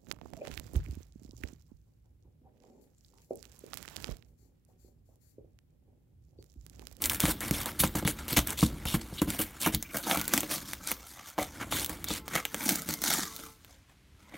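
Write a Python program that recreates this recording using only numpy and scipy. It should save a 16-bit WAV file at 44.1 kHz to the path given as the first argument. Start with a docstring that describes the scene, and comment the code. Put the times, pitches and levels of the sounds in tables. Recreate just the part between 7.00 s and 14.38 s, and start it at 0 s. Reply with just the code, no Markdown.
"""In a garage, close by, a steel wire brush scrubs a rusty brake caliper that hangs from its hose.
Friction is a train of tiny impacts: bristles rasp, snap and zing over the rust, and the wooden back of
the brush excites the damped modes of the casting. A rubber glove turns the part by stick and slip, the
brush passes again, and the glove handles the part once more, with a faint thin ring under the rubbing.
Low handling rumble on the microphone swells after each knock; the room adds a short reverberation."""
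import sys
import numpy as np
from scipy import signal
from scipy.fft import rfft, irfft
from scipy.io import wavfile
from scipy.ndimage import uniform_filter1d

SR = 44100
rng = np.random.default_rng(int(sys.argv[2]) if len(sys.argv) > 2 else 0)


def dump(signal):
    """Clip the signal to [-1, 1] and save it as 16-bit WAV at the path in sys.argv[1]."""
    limited = np.clip(np.atleast_2d(signal).T, -1, 1)
    pcm = np.round(limited * 32767).astype(np.int16)
    wavfile.write(sys.argv[1], SR, pcm)


N = 325308
TIME = np.arange(N) / SR

# blows on the casting: start_s, level_db, centre_hz, t60_factor, clack_db
KNOCKS = [(.237, -12, 158, 0.5, -24.5), (.282, -18, 312, 0.38, -42), (.51, -10.5, 168, 0.1, -43),
          (0.805, -18, 116, 0.2, -40), (.836, -15.5, 166, 0.95, -18), (.952, -17.5, 191, 1, -30),
          (1.025, -19, 300, 0.3, -35.5), (1.053, -14.5, 140, 0.3, -36), (1.074, -21.5, 315, .85, -28.5),
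          (1.322, -21, 105, 0.31, -53.5), (1.378, -16, 100, 1, -31.5), (1.628, -7, 162, 0.55, -20),
          (1.725, -21, 104, 0.19, -52), (1.856, -19, 103, 0.19, -30), (1.942, -11.5, 146, 0.58, -35),
          (2.126, -24.5, 140, 0.1, -51), (2.217, -8, 264, 0.25, -25), (2.275, -19.5, 191, 0.95, -38.5),
          (2.394, -20, 310, 1, -46), (2.668, -12.5, 244, 0.78, -40), (2.742, -20, 150, 1, -42),
          (3.172, -20.5, 181, 1, -27), (3.378, -25, 220, 0.34, -42), (3.43, -26, 320, 1, -54),
          (4.38, -20.5, 410, 0.36, -28.5), (4.386, -16, 613, 0.77, -22), (4.414, -22, 729, 1, -45),
          (4.723, -28, 250, 0.79, -24), (4.894, -29, 326, 0.88, -37), (5.105, -22, 291, 0.74, -28),
          (5.541, -27, 317, .64, -54), (5.886, -26, 306, 1, -51)]


def brush(shudder_db=-2, catch_db=-6, gain_db=2):
    """Friction noise: wire tips flick over rust, pits hook single wires, digging shakes the casting."""
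    # passes of the brush: start_s, length_s, scrape_db, rasp_db, sheen_db (last two against the scrape)
    strokes = [(.012, 0.059, -31.5, -8, 0), (.095, 0.059, -33, -7.5, -1), (.205, 0.11, -30, -6.5, -2.5),
               (.402, 0.093, -37, -2.5, -2.5), (.52, 0.11, -35.5, -4, -3), (.652, 0.05, -38.5, 0.5, -2),
               (.789, 0.027, -20.5, -21, -1), (.82, 0.045, -33, -5, -4.5), (.949, 0.043, -35, -0.5, -2),
               (1.062, 0.044, -31.5, -10, -3), (1.182, 0.02, -45, 4, -7), (1.279, 0.065, -33, -5, -3.5),
               (1.362, 0.02, -18.5, -5, -5), (1.463, 0.065, -37.5, -1, -2.5), (1.572, 0.09, -32, -14.5, -4),
               (1.855, 0.098, -36.5, -10.5, -4), (1.936, 0.017, -28.5, -5.5, -1.5),
               (2.006, 0.011, -42.5, -4.5, -7), (2.126, .07, -46.5, -16, -5), (2.212, 0.0094, -30, -5.5, 0),
               (2.275, 0.092, -38.5, -6.5, -2.5), (2.383, 0.049, -27.5, -11.5, -1),
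               (2.597, 0.088, -33, -9.5, -3), (2.656, 0.021, -28, 0.5, 2), (2.72, 0.029, -35.5, -3, -6),
               (4.595, 0.037, -43.5, 7.5, -6), (4.707, 0.12, -31.5, -6.5, -3.5),
               (4.887, 0.048, -42, -3, -4.5), (5.075, 0.098, -35, -9, -4.5)]
    # spans in which stray wires trail on the part: start_s, end_s
    trailing = [(0, 2.6), (4.53, 5.2)]
    # balance of the trailing wires: scrape_db, rasp_db, sheen_db
    trail_levels = (-52.5, 0, -5)
    # spectrum of wire on rust: frequency_hz, density_db
    wire_spectrum = [(60,-35),(100,-1),(165,-17.5),(210,-5.5),(300,-4),(440,-8),(560,-6.5),(800,-5),(1080,-4.5),(1750,-9.5),(2190,-9),(2700,-15),(3550,-12),(4900,-16.5),(7000,-14.5),(13000,-17),(16000,-23)]
    passes = list(strokes) + [(start, end - start, *trail_levels) for start, end in trailing]
    tips = slips(per_s=16000, spread_db=2, clump_db=2.24, clump_hz=140, ring_s=0.00061)
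    catches = slips(per_s=220, spread_db=3.5, clump_db=2, clump_hz=25, ring_s=0.00025, count=12)
    contacts = tips + amp(catch_db) * band(catches, 1800, "highpass")
    bristles = shimmer(colour(contacts, wire_spectrum), depth_db=2.5)
    levels = [(db + gain_db, rasp, sheen, rasp + shudder_db) for _, _, db, rasp, sheen in passes]
    return registers(bristles, [stroke(*row[:2]) for row in passes], levels)


def zings(pitch_spread=0.11, gain_db=-7, ring_s=0.004, release_s=0.0196, count=24):
    """Free vibration: wires of nearly one length are plucked in turn, each ringing at its own pitch."""
    # bunches of wires that spring free: start_s, level_db, pitch_hz
    bunches = [(0.5388, -14.5, 3340), (1.049, -16, 3440), (1.3254, -23.5, 3340), (1.587, -19, 3610),
               (1.8694, -14, 3360), (1.917, -20, 3220), (2.179, -14.5, 3670), (2.6409, -13, 2550),
               (2.8479, -27, 2320), (2.8913, -26, 2280), (3.032, -19, 3930), (4.7212, -13.5, 3770),
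               (4.7664, -19, 3420), (5.068, -18.5, 3680), (5.0971, -12.5, 3640)]
    out, t = np.zeros(N), TIME[:SR // 8]
    for start, db, hz in bunches:
        pitch = hz * (1 + pitch_spread * rng.standard_normal((count, 1)))
        age = np.maximum(t - np.linspace(0, release_s, count)[:, None], 0)
        wires = (np.exp(-age / ring_s) * np.sin(2 * np.pi * pitch * age)).sum(0)
        add(out, start, amp(db + gain_db) * wires / np.sqrt(count))
    return out


def snaps(crack_s=0.0004, chatter_s=0.0063, chatter_db=-17):
    """Impulsive release: a caught bristle cracks and chatters; coarse grit adds a duller tick."""
    # bristles and grit that catch and let go: start_s, crack_db, tick_db
    releases = [(.0205, 3, -28), (0.04, 5, -26), (0.0482, -9, -16), (0.0572, 7.5, -8), (0.0972, 7.5, -12),
                (0.1332, -2, -11), (0.1465, -3.5, -9), (0.1984, -4, -9), (0.203, 8.5, -4.5), (0.2544, 1, 3),
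                (.406, -3, -23), (0.4818, -5.5, -23), (0.5098, 4, -4.5), (0.6587, 1, -8), (0.8056, 6, -13),
                (.9548, -0.5, -13), (1.05, -6, -6.5), (1.076, 2, 3), (1.2814, -8, -12), (1.3714, 8, 7),
                (1.4729, 1, -13), (1.505, 0, -22), (1.854, -6.5, -8.5), (2.2175, -0.5, -8),
                (2.303, 1.5, -6), (2.4155, -1.5, -21), (2.6628, 2, -4), (2.7473, 6.5, -13),
                (2.826, -1, -14.5), (3.1114, -6, 5.5), (3.1732, 1, -3), (3.2137, 0.5, -5),
                (3.254, -10, -28), (3.2793, 2.5, -8), (3.337, 12.5, 8), (3.3772, 7, 4), (3.406, 2, -24),
                (3.432, -6.5, -6.5), (3.7336, -3.5, -5), (3.916, 3.5, -1), (4.301, -14.5, -36),
                (4.846, 1.5, -13), (4.8613, -3, -16), (4.895, -2, -11.5), (5.0426, 1, -9), (5.28, -8.5, -8),
                (5.452, 0, 1), (5.5443, -1, -2), (5.6915, 10.5, 2), (5.757, 1.5, -15), (5.889, -1, -10),
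                (5.9388, -1, -15), (6.0184, -1.5, -15), (6.039, 4.5, -3), (6.1372, 7.5, -9.5),
                (6.3634, -8, -30), (6.3925, -22, -21), (6.6467, -21, -22.5)]
    # spectrum of a snap: frequency_hz, density_db
    snap_spectrum = [(100,-16),(300,-6),(700,-5),(1500,-3),(2200,0),(2800,-3),(3500,0),(5000,-3),(7500,0),(10500,-2),(12500,0),(16000,1)]
    out, t = np.zeros(N), TIME[:1024]
    decay = np.exp(-t / crack_s) + amp(chatter_db) * np.exp(-t / chatter_s)
    noises = rng.choice([-1., 1.], (len(releases), len(t)))
    for (start, crack_db, tick_db), noise in zip(releases, noises):
        burst = colour(noise * decay, snap_spectrum)
        crack = amp(crack_db) * unit(band(burst, 2400, "highpass"))
        tick = amp(tick_db) * unit(band(burst, 3340, "lowpass"))
        add(out, start + 0.00035, (crack + tick) / np.sqrt(len(t)))
    return out


def knocks(reach_octaves=0.96, clack_s=0.0049, clack_gain_db=5, thud_gain_db=-1):
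    """Modal response: each blow rings the modes near its centre frequency, under a wooden clack."""
    # modes of the hand-held casting: frequency_hz, level_db, t60_s
    casting_modes = [(59.6,2.5,0.24),(93.5,2.5,0.042),(116,-8.5,0.24),(169,1,0.12),(216,-8,0.25),(242.6,-6,0.091),(312,0,0.17),(431,-6,0.14),(481,-4.5,0.12),(575,-0.5,0.089),(753,-1.5,0.12),(890,-19,0.053),(1153,-4.5,0.043),(1390,-35,.05),(2190,-24,.07)]
    # spectrum of wood striking iron: frequency_hz, density_db
    clack_spectrum = [(100,-15),(450,-6),(700,-6),(1050,1.5),(1600,-13.5),(2200,-21),(3000,-17.5),(8000,-27)]
    out, t = np.zeros(N), TIME[:SR // 3]
    hz, mode_db, t60 = np.transpose(casting_modes)[:, :, None]
    polarity = (-1) ** np.arange(len(hz))[:, None]
    for start, db, centre_hz, t60_factor, clack_db in KNOCKS:
        weight = amp(mode_db) / (1 + (np.log2(hz / centre_hz) / reach_octaves) ** 4)
        tuned = hz * (1 + 0.015 * rng.standard_normal(hz.shape))  # the grip shifts the modes a little
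        decay = amp(-60 * t / (t60 * t60_factor))
        thud = (polarity * weight * decay * np.sin(2 * np.pi * tuned * t)).sum(0)
        thud *= 1 + 0.206 * np.exp(-t / 0.0019)  # the first swings of each blow stand out a little louder
        thud /= abs(thud).max()
        clack = unit(colour(rng.standard_normal(len(t)), clack_spectrum)) * np.exp(-t / clack_s)
        add(out, start, amp(db + thud_gain_db) * thud + amp(clack_db + clack_gain_db) * clack)
    return out


def glove(hollow_hz=2340, crush_db=-43, crumb_db=-7, gain_db=6):
    """Stick-slip friction: gritty rubber drags on the casting, and hard rubs crush crumbs of rust."""
    # shifts of the grip: peak_s, swell_s, fade_s, scrape_db, rasp_db, sheen_db, shudder_db
    rubs = [(2.965, 0.026, 0.04, -36, -4, -1.5, -10.5), (3.108, 0.043, 0.071, -31.5, -2, -3, -4),
            (3.17, 0.059, 0.019, -41.5, 4.5, -1.5, -7), (3.365, 0.065, 0.053, -34.5, -3, -4, -1),
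            (3.52, 0.018, 0.043, -29.5, -4, -3.5, -14.5), (3.70, 0.049, 0.043, -43, -6, -4, -5),
            (3.898, 0.039, 0.03, -36, -7.5, -5, -10), (4.095, 0.027, 0.05, -47.5, -26, -2.5, -23),
            (4.19, 0.013, 0.033, -58, 6, -14, -20), (4.285, 0.032, 0.024, -50, -9, -3, -14),
            (4.413, 0.023, 0.036, -39.5, 2, -4, -11.5), (5.362, 0.033, 0.029, -34.5, 2, -5, 2),
            (5.695, 0.079, 0.082, -31.5, -5.5, -3, -7.5), (5.90, 0.022, .045, -34.5, -7, -3.5, -3.5),
            (6.079, 0.035, 0.11, -27.5, -7, -5.5, -9.5), (6.16, 0.017, 0.041, -31.5, -9.5, -6, -12),
            (6.42, 0.26, 0.086, -49, -8.5, -4, -36), (6.72, 0.096, 0.066, -60.5, -2, -8, -13),
            (6.90, 0.018, 0.03, -66, 3.5, -6, -3.5), (7.2, 0.037, 0.12, -67.5, 1.5, -7, -11),
            (7.37, 0.046, .05, -55.5, 8, -7, 5)]
    # spans in which the glove creeps on the part: start_s, end_s
    holding = [(2.798, 4.33), (4.448, 4.62), (5.25, 6.5)]
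    # balance of that creep: scrape_db, rasp_db, sheen_db, shudder_db
    creep_levels = (-57, -1.5, -7, -9.5)
    # spectrum of rubber on rust: frequency_hz, density_db
    rubber_spectrum = [(80,-24.5),(168,4),(215,2),(305,5),(420,-9),(620,-11),(850,-11),(1250,-7),(1750,-12.5),(2190,-11),(2750,-16),(3300,-6.5),(4900,-6),(6200,-3.5),(10500,-13.5),(12400,-10),(16000,-18.5)]
    envelopes = [rub(*row[:3]) for row in rubs] + [stroke(start, end - start) for start, end in holding]
    levels = np.array([row[3:] for row in rubs] + [creep_levels] * len(holding))
    crush = np.minimum(amp(levels[:, 0] - crush_db) @ np.array(envelopes), 1)
    grit = slips(per_s=11000, spread_db=3, clump_db=3, clump_hz=151.6, ring_s=0.00028)
    grit = shimmer(colour(grit, rubber_spectrum), depth_db=2.33)
    hollow = shimmer(grit, depth_db=4, size=1024)  # the casting's resonances shift under the grip
    grit = band(hollow, hollow_hz, "lowpass") + band(grit, hollow_hz, "highpass")
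    crumbs = slips(per_s=150, spread_db=7.5, clump_db=0.5, clump_hz=22, ring_s=0.0002, count=12)
    crumbs = band(colour(crumbs, rubber_spectrum), 2500, "highpass")
    return amp(gain_db) * registers(grit + amp(crumb_db) * crush * crumbs, envelopes, levels)


def thin_ring(start_s=5.1, end_s=6.59, fade_s=0.09, gain_db=6):
    """Inharmonic partials: a faint ring under the rubbing wavers in pitch and flutters in level."""
    # partials of the ring: pitch_hz, level_db
    partials = [(446.8, -57.5), (866.7, -68), (1050, -67), (1330, -65), (2062, -70)]
    swell = np.clip(np.minimum(TIME - start_s, end_s - TIME) / fade_s, 0, 1)
    warped_time = np.cumsum(1 + 0.005 * wander(45)) / SR
    ring = sum(amp(db + 2.5 * wander(6.7)) * np.sin(2 * np.pi * hz * warped_time) for hz, db in partials)
    return amp(gain_db) * swell * ring


def handling_rumble(jolt_db=-21.5, jolt_s=0.036):
    """Structure-borne noise: a hand shakes the microphone; the low rumble swells after each knock."""
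    # strength of the rumble: time_s, level_db
    rumble_levels = [(0, -41), (2.3, -45), (2.6, -55), (3.8, -47), (4.25, -77), (4.65, -45.5),
                     (5.15, -43.5), (5.45, -60), (6.1, -51), (6.9, -66), (7.38, -54.5)]
    # spectrum of the rumble: frequency_hz, density_db
    rumble_spectrum = [(15,-27),(28,-28),(40,-3),(54,-5.5),(80,-2.5),(110,-10.5),(200,-11),(320,-13.5),(600,-29),(2000,-117)]
    envelope = amp(np.interp(TIME, *np.transpose(rumble_levels)))
    for start, db, *_ in KNOCKS:
        add(envelope, start, amp(db + jolt_db) * np.exp(-TIME[:SR] / jolt_s))
    return envelope * unit(colour(rng.standard_normal(N), rumble_spectrum))


def garage(x, tail_db=-15, tail_side_db=-8, early_db=-13.5, early_s=0.005):
    """Reverberation: early reflections off floor and car, then a diffuse tail; gives middle and side."""
    # reverberation time of the room: frequency_hz, t60_s
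    decay_times = [(100, 0.38), (500, 0.26), (1400, 0.16), (3700, 0.25), (9700, 0.08), (16000, 0.42)]
    # side against middle in the echoes: frequency_hz, gain_db
    width = [(60, -22), (200, -17), (600, -9), (2000, -7), (5000, -4.5), (16000, -4.5)]
    t = TIME[:SR * 2 // 3]
    hz, age, spectra = signal.stft(rng.standard_normal((2, len(t))), SR, nperseg=256)
    decay = amp(-60 * age / read(decay_times, hz)[:, None])
    tail = signal.istft(spectra * decay, SR, nperseg=256)[1][:, :len(t)]
    tail *= np.clip(t / 0.015, 0, 1)
    reflections = rng.choice([-1., 1.], tail.shape) * (rng.random(tail.shape) < 0.15)
    early = reflections * np.exp(-t / early_s) * (t > 0.001)
    response = amp([[tail_db], [tail_db + tail_side_db]]) * unit(tail) + amp(early_db) * unit(early)
    middle, side = signal.fftconvolve(x[None], response / np.sqrt(len(t)), axes=1)[:, :N]
    return middle, colour(side, width)


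def still_air(level_db=-56):
    """Ambient noise: a steady random background, strongest in the bass."""
    # spectrum of the garage's still air: frequency_hz, density_db
    air_spectrum = [(15,-48.5),(30,-23),(54,1.5),(80,-5),(120,-8),(200,-18),(310,-20),(500,-28),(1200,-28.5),(2200,-26),(6000,-34.5),(13000,-40),(16000,-50)]
    return amp(level_db) * unit(colour(rng.standard_normal(N), air_spectrum))


def slips(per_s, spread_db, clump_db, clump_hz, ring_s, count=24):
    """Shot noise: tiny contacts, each with its own brief ring, slip in clumps; a few slips are large."""
    size = amp(spread_db * np.minimum(rng.exponential(1, N), 4)) * rng.choice([-1, 1], N)
    impulses = size * (rng.random(N) < per_s / SR) * amp(clump_db * wander(clump_hz))
    contact, t = rng.integers(0, count, N), TIME[:512]
    rings = rng.standard_normal((count, len(t))) * np.exp(-t / ring_s)
    ringing = (signal.oaconvolve(impulses * (contact == k), unit(rings[k]))[:N] for k in range(count))
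    return unit(sum(ringing))


def registers(x, envelopes, levels, sheen_hz=9000):
    """Power summation: each gesture adds its own balance of shudder, rasp, hiss and sheen to a scrape."""
    scrape, rasp, sheen, shudder = amp(levels).T
    sheen = np.clip(sheen, 0.1, 0.93)
    hiss = np.sqrt(1 - sheen ** 2)
    parts = [(band(x, 480, "lowpass"), shudder), (band(x, [480, 2750], "bandpass"), rasp),
             (band(x, [2750, sheen_hz], "bandpass"), hiss), (band(x, sheen_hz, "highpass"), sheen)]
    power = np.square(envelopes)
    return sum(unit(part) * np.sqrt((scrape * gain) ** 2 @ power) for part, gain in parts)


def shimmer(x, depth_db, size=256):
    """Spectral modulation: as contacts come and go, patches of the spectrum swell and fade."""
    spectra = signal.stft(x, nperseg=size)[2]
    patches = uniform_filter1d(rng.standard_normal(spectra.shape), size=5, axis=0)
    patches = unit(uniform_filter1d(patches, size=7, axis=1))
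    return signal.istft(spectra * amp(depth_db * patches), nperseg=size)[1][:N]


def stroke(start_s, length_s, bite_s=0.008, lift_s=0.013, lean_db=1):
    """Contact force envelope: the surfaces bite, the hand leans in towards mid-pass, then lifts off."""
    age = TIME - start_s
    lean = amp(lean_db * (np.sin(np.pi * np.clip(age / length_s, 0, 1)) - 2 / np.pi))
    return np.clip(age / bite_s, 0, 1) * lean * np.exp(-np.clip((age - length_s) / lift_s, 0, 20))


def rub(peak_s, swell_s, fade_s, roundness=1.25):
    """Grip force envelope: the hand tightens to its hardest rub and eases off."""
    away = np.maximum((peak_s - TIME) / swell_s, (TIME - peak_s) / fade_s)
    return np.exp(-np.minimum(away ** roundness, 20))


def wander(rate_hz):
    """Random fluctuation: low-passed noise of rms 1."""
    rolloff = 1 + (np.fft.rfftfreq(N, 1 / SR) / rate_hz) ** 4
    return unit(irfft(rfft(rng.standard_normal(N)) / rolloff, N))


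def colour(x, points, size=4096):
    """Minimum-phase filter: imposes a spectrum causally, so attacks stay sharp."""
    log_gain = np.log(amp(read(points, abs(np.fft.fftfreq(size, 1 / SR)))))
    taps = np.fft.ifft(np.exp(np.conj(signal.hilbert(log_gain)))).real[:size // 2]
    return signal.oaconvolve(x, taps)[:len(x)]


def band(x, hz, kind):
    """Maximally flat filter of third order."""
    return signal.sosfilt(signal.butter(3, hz, kind, fs=SR, output="sos"), x)


def read(points, hz):
    """Interpolation of (frequency_hz, value) points on a logarithmic frequency axis."""
    frequency, value = np.transpose(points)
    return np.interp(np.log(hz + 1), np.log(frequency + 1), value)


def add(mix, start_s, sound):
    """Superposition of a sound on the mix."""
    part = mix[max(round(start_s * SR), 0):][:len(sound)]
    part += sound[:len(part)]


def amp(db):
    """Decibels to amplitude ratio."""
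    return 10 ** (np.asarray(db) / 20)


def unit(x):
    """Normalisation to rms 1."""
    return x / np.sqrt(np.mean(x ** 2) + 1e-20)


def scene(gain_db=-4.5):
    """Direct and reverberant fields: the work is straight ahead; only the echoes spread to the sides."""
    direct = brush() + zings() + glove() + snaps() + knocks() + handling_rumble() + thin_ring()
    echoes, side = garage(direct)
    middle = direct + echoes + still_air()
    return amp(gain_db) * np.array([middle + side, middle - side])


def record(dry, low_cut_hz=31, ceiling=0.7, high_cut_hz=16050):
    """Band limiting and saturation: the microphone sheds deep bass, peaks round off, top treble is cut."""
    rounded = ceiling * np.tanh(band(dry, low_cut_hz, "highpass") / ceiling)
    lowpass = signal.firwin(255, high_cut_hz, window=("kaiser", 8), fs=SR)
    return signal.oaconvolve(rounded, lowpass[None], "same", axes=1)


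dry = scene()
out = record(dry)
dump(out)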